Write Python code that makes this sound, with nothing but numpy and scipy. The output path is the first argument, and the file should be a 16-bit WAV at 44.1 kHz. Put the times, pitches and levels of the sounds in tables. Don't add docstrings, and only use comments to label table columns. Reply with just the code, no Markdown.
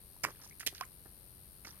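import sys
import numpy as np
from scipy import signal
from scipy.fft import rfft, irfft, next_fast_len
from scipy.io import wavfile
from scipy.ndimage import map_coordinates

SR = 44100
rng = np.random.default_rng(int(sys.argv[2]) if len(sys.argv) > 2 else 0)


def bounce(signal):
    frames = np.transpose(np.atleast_2d(signal))
    limited = np.clip(frames, -1, 1)
    pcm = np.round(limited * 32767).astype(np.int16)
    wavfile.write(sys.argv[1], SR, pcm)


N = 79380


def undb(db):
    return 10 ** (np.asarray(db) / 20)


def unit(x):
    return x / np.sqrt(np.mean(x ** 2))


def along(points, hz):
    point_hz, values = np.array(points, float).T
    return np.interp(np.log(hz + 1), np.log(point_hz), values)


def colour(x, points):
    size = 2 * next_fast_len(len(x), real=True)
    hz = np.arange(size // 2 + 1) * SR / size
    cepstrum = irfft(np.log(undb(along(points, hz))))
    cepstrum[1:size // 2] *= 2
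    cepstrum[size // 2 + 1:] = 0
    response = np.exp(rfft(cepstrum))
    return irfft(rfft(x, size) * response)[:len(x)]


def band(x, hz, octaves, order=4):
    edges = hz * 2 ** (np.array([-.5, .5]) * octaves)
    return signal.sosfilt(signal.butter(order, edges, "band", fs=SR, output="sos"), x)


def add(out, start_s, x):
    i = int(start_s * SR)
    out[i:i + len(x)] += x[:max(len(out) - i, 0)]


def scatter(x, decay_s):
    t = np.arange(SR // 4) / SR
    swell = 1 - np.exp(-t / 0.0022)
    tail = rng.standard_normal(len(t)) * np.exp(-t / decay_s) * swell
    return signal.fftconvolve(x, tail / np.linalg.norm(tail))[:N]


def bubble(hz, decay_cycles):
    rise = .04
    age = np.arange(int(6 * decay_cycles / hz * SR)) * hz / SR / decay_cycles
    ring = np.sin(2 * np.pi * decay_cycles * age * (1 + rise * age / 2))
    return ring * np.exp(-age) * (1 - np.exp(-8 * age))


def night():
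    # pitch_hz [Hz], level_db [dB]
    rumble_colour = [(13, -29), (22, -13.5), (53, 1.5), (107, -2.5), (218, -11), (241, -16), (385, -14.5),
                     (615, -20.5), (713, -22), (2220, -29.5), (2910, -28.5), (3370, -30.5), (4320, -24),
                     (7070, -38.5), (8000, -43.5), (10400, -76), (17600, -120)]
    # pitch_hz [Hz], likeness [0-1]
    ear_likeness = [(40, 0.77), (250, 0.66), (1000, 0.14), (3000, 0)]
    # pitch_hz [Hz], level_db [dB]
    insect_colour = [(6500, -26), (8400, -10.5), (9300, -5), (10400, -9), (12500, -2.5), (14200, -14),
                     (16000, -11.5)]
    rumble_db, insects_db = -61, -65
    alike = np.clip(along(ear_likeness, np.arange(N // 2 + 1) * SR / N), 0, 1)
    width = np.sqrt((1 - alike) / (1 + alike))
    mid = colour(rng.standard_normal(N), rumble_colour)
    side = irfft(rfft(colour(rng.standard_normal(N), rumble_colour)) * width, N)
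    rumble = undb(rumble_db) * np.array([mid + side, mid - side]) / np.std(mid)
    hiss = np.array([unit(colour(rng.standard_normal(N), insect_colour)) for _ in range(2)])
    return rumble + undb(insects_db) * hiss


def katydid():
    # [dB, relative]
    stroke = [(0, 14500, -18), (.0009, 12340, 2.5), (.0016, 10900, -3.5), (.002, 10200, -9.5),
              (.0026, 9500, -4.5), (.0034, 9340, -1.5), (.0048, 9150, -9)]
    # time_s [s], rate [strokes per s]
    wing_rate = [(0, 93.3), (.3, 92.88), (1.05, 92.85), (1.3, 93.42)]
    first_stroke_s, level_db, right_db = .0034, -45.5, -22.5
    scatter_db, scatter_decay_s = -8.5, 0.0066
    late_s, force_db, detune = .00002, 0.53, .006
    out = np.zeros(N)
    point_s, point_hz, point_db = np.array(stroke).T
    t, clock = np.arange(int(point_s[-1] * SR)) / SR, np.arange(N) / SR
    turns = np.cumsum(np.interp(t, point_s, point_hz)) / SR
    size = undb(np.interp(t, point_s, point_db))
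    beats = np.cumsum(np.interp(clock, *np.array(wing_rate).T)) / SR
    starts = first_stroke_s + np.interp(np.arange(int(beats[-1]) + 1), beats, clock)
    for start_s, (late, pitch, force) in zip(starts, rng.standard_normal((len(starts), 3))):
        chirp = size * np.sin(2 * np.pi * turns * (1 + detune * pitch))
        add(out, start_s + late_s * late, undb(level_db + force_db * force) * chirp)
    ears = np.array([out + undb(scatter_db) * scatter(out, scatter_decay_s) for _ in range(2)])
    return ears * undb([[0], [right_db]])


def dribbles():
    # [dB, smallest drop at the start]
    trickles = [(0.121, 0.208, 300, -62), (0.282, 0.504, 750, -54), (0.702, 0.923, 230, -54.5),
                (1.665, 1.8, 650, -53.5)]
    low_hz, high_hz, decay_cycles = 987, 7300, 2.3
    spread_db, fade_db = 7, 11
    out = np.zeros(N)
    for start_s, end_s, rate, level_db in trickles:
        length_s = end_s - start_s
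        for when, pitch, size in rng.random((int(rate * length_s), 3)):
            hz = low_hz * (high_hz / low_hz) ** pitch
            drop_db = level_db + spread_db * size ** 2 - fade_db * when
            add(out, start_s + when * length_s, undb(drop_db) * bubble(hz, decay_cycles))
    return out


def bubbles():
    # start_s [s], pitch_hz [Hz, at the start], level_db [dB, before the envelope], decay [cycles]
    pops = [ (.164, 900, -49.5, 2.1), (0.241, 1390, -21.5, 3), (0.2413, 1140, -20.5, 2),
            (.2495, 1010, -18.5, 1.6), (.2865, 1140, -34.5, 1.5), (.305, 1120, -42, 3),
            (.4165, 680, -52, 0.84), (.437, 985, -49.5, 2.6), (.4372, 5200, -39, 3.3),
            (.4515, 5800, -41, 3.2), (0.463, 880, -44.5, 1.2), (.4755, 5800, -40, 4.5),
            (0.4966, 5700, -35.5, 2.9), (.511, 2070, -44, 6), (.5252, 2200, -45, 5.9),
            (.6012, 9100, -21.5, 3.1), (0.6074, 1790, -28.5, 2), (.6138, 7340, -41, 4),
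            (.631, 1720, -34, 0.92), (.634, 1780, -42, 2), (.6655, 370, -44, 1.7), (.674, 1730, -31, 3.3),
            (0.6823, 3000, -21, 1.46), (0.689, 2920, -34, 3), (0.7532, 1570, -41.5, 2.3),
            (0.766, 4400, -44, 4), (0.781, 4380, -37, 7.1), (0.801, 1520, -46.5, 5.3), (.8105, 703, -37, 5),
            (.8122, 4780, -24, 2.3), (0.852, 6900, -36.5, 4.1), (1.651, 2030, -36, 3.5),
            (1.6511, 720, -50, 1.9), (1.678, 4570, -36, 3.3), (1.707, 5540, -38, 9)]
    out = np.zeros(N)
    for start_s, pitch_hz, level_db, decay_cycles in pops:
        add(out, start_s, undb(level_db) * bubble(pitch_hz, decay_cycles))
    return out


def plop():
    start_s, length_s, attack_s = .8102, 0.032, 0.00082
    start_hz, end_hz, bend = 1045, 2540, 3.97
    hit_db, hit_decay_s = -27.5, 0.0036
    ring_db, ring_decay_s = -40.5, 0.078
    out, t = np.zeros(N), np.arange(int(length_s * SR)) / SR
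    closed = t / length_s
    hz = start_hz + (end_hz - start_hz) * closed ** bend
    size = undb(hit_db) * np.exp(-t / hit_decay_s) + undb(ring_db) * np.exp(-t / ring_decay_s)
    size *= np.minimum(t / attack_s, 1) * (1 - closed ** 20)
    add(out, start_s, size * np.sin(2 * np.pi * np.cumsum(hz) / SR))
    return out


def squelches():
    # start_s [s], hold_s [s], decay_s [s], thud_db [dB], pocket_hz [Hz, air pocket],
    # pocket_db [dB], spray_db [dB], spray_top_hz [Hz]; all levels are scaled by the push
    tears = [ (0.2353, 0.00064, 0.0026, -46.5, 2000, -40, -30.5, 14900),
             (0.2381, 0.0043, 0.0011, -43, 1620, -27, -29.5, 15000),
             (0.2444, 0.0028, .002, -77, 1495, -31.5, -36, 12000),
             (.2480, 0.0027, 0.00095, -48, 1470, -26.5, -34, 12000),
             (0.2544, 0.011, 0.008, -48, 1680, -42.5, -50.5, 9050),
             (0.274, .016, 0.0055, -52, 1240, -52, -66, 7000),
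             (0.298, 0.01, 0.0059, -58, 1170, -56.5, -56.5, 6940),
             (.416, 0.0035, 0.0096, -60.5, 1477, -60, -53.5, 5930),
             (.436, 0.02, .005, -72, 1220, -66, -54, 8000),
             (0.5965, 0.019, 0.005, -73, 2150, -52.5, -46.5, 15900),
             (.624, .011, 0.0025, -70, 1890, -52, -58, 13000),
             (0.6639, .002, 0.0013, -46, 2950, -30, -29, 15000),
             (0.6669, 0.0042, 0.0018, -48, 2700, -32.5, -29.5, 14800),
             (.6730, .002, 0.00074, -42.5, 2420, -27, -25, 16200),
             (0.6783, 0.0049, 0.0034, -62, 2780, -52, -42, 14100),
             (0.686, 0.0018, 0.0068, -69, 2890, -45.5, -44, 10900),
             (.727, 0.0016, 0.0026, -49.5, 1200, -69, -71, 6000),
             (0.746, 0.039, 0.022, -78, 2460, -58, -54.5, 6050),
             (0.809, .0015, 0.00091, -63, 2250, -34.5, -37.5, 15500),
             (0.812, 0.024, 0.0099, -70, 1910, -55.5, -67, 7000),
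             (1.055, 0.0033, 0.0094, -54, 1210, -57.5, -68, 3960),
             (1.648, 0.0031, 0.0065, -56, 1830, -47.5, -49, 7000),
             (1.665, 0.026, 0.02, -61.5, 1280, -57, -52, 5200)]
    # pitch_hz [Hz], level_db [dB]
    spray_colour = [(1800, -31), (3500, -8.5), (5000, 2.5), (6300, 2), (7800, -3), (9500, -0.5),
                    (13000, -4), (16000, -6)]
    thud_hz, thud_octaves, pocket_octaves = 222, 2.59, 1.31
    grain_db, grain_db_per_s = 2.5, 70
    out, t = np.zeros(N), np.arange(SR // 6) / SR
    for start_s, hold_s, decay_s, thud_db, pocket_hz, pocket_db, spray_db, spray_top_hz in tears:
        push = np.exp(-np.maximum(t - hold_s, 0) / decay_s)
        unevenness_db = (grain_db + grain_db_per_s * hold_s) * rng.exponential(size=(3, len(t)))
        clicks = push * rng.standard_normal((3, len(t))) * undb(unevenness_db)
        thud = undb(thud_db) * unit(band(clicks[0], thud_hz, thud_octaves, order=2))
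        pocket = undb(pocket_db) * unit(band(clicks[1], pocket_hz, pocket_octaves))
        soften = signal.butter(3, spray_top_hz, fs=SR, output="sos")
        spray = undb(spray_db) * unit(signal.sosfilt(soften, colour(clicks[2], spray_colour)))
        add(out, start_s, (thud + pocket + spray) * np.sqrt(np.mean(push ** 2)))
    return out


def scene():
    # pitch_hz [Hz], level_db [dB]
    left_shade = [(150, -2.5), (500, -2), (1100, -5), (2800, -5.5), (7000, -9), (14000, -11)]
    left_lag_s, bank_db, bank_decay_s = .000078, -20, 0.024
    boot = dribbles() + bubbles() + plop() + squelches()
    left = map_coordinates(colour(boot, left_shade), [np.arange(N) - left_lag_s * SR])
    bank = np.array([scatter(boot, bank_decay_s) for _ in range(2)])
    return night() + katydid() + np.array([left, boot]) + undb(bank_db) * bank


def record(dry):
    return signal.sosfilt(signal.ellip(10, .2, 70, 16000, fs=SR, output="sos"), dry)


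dry = scene()
out = record(dry)
bounce(out)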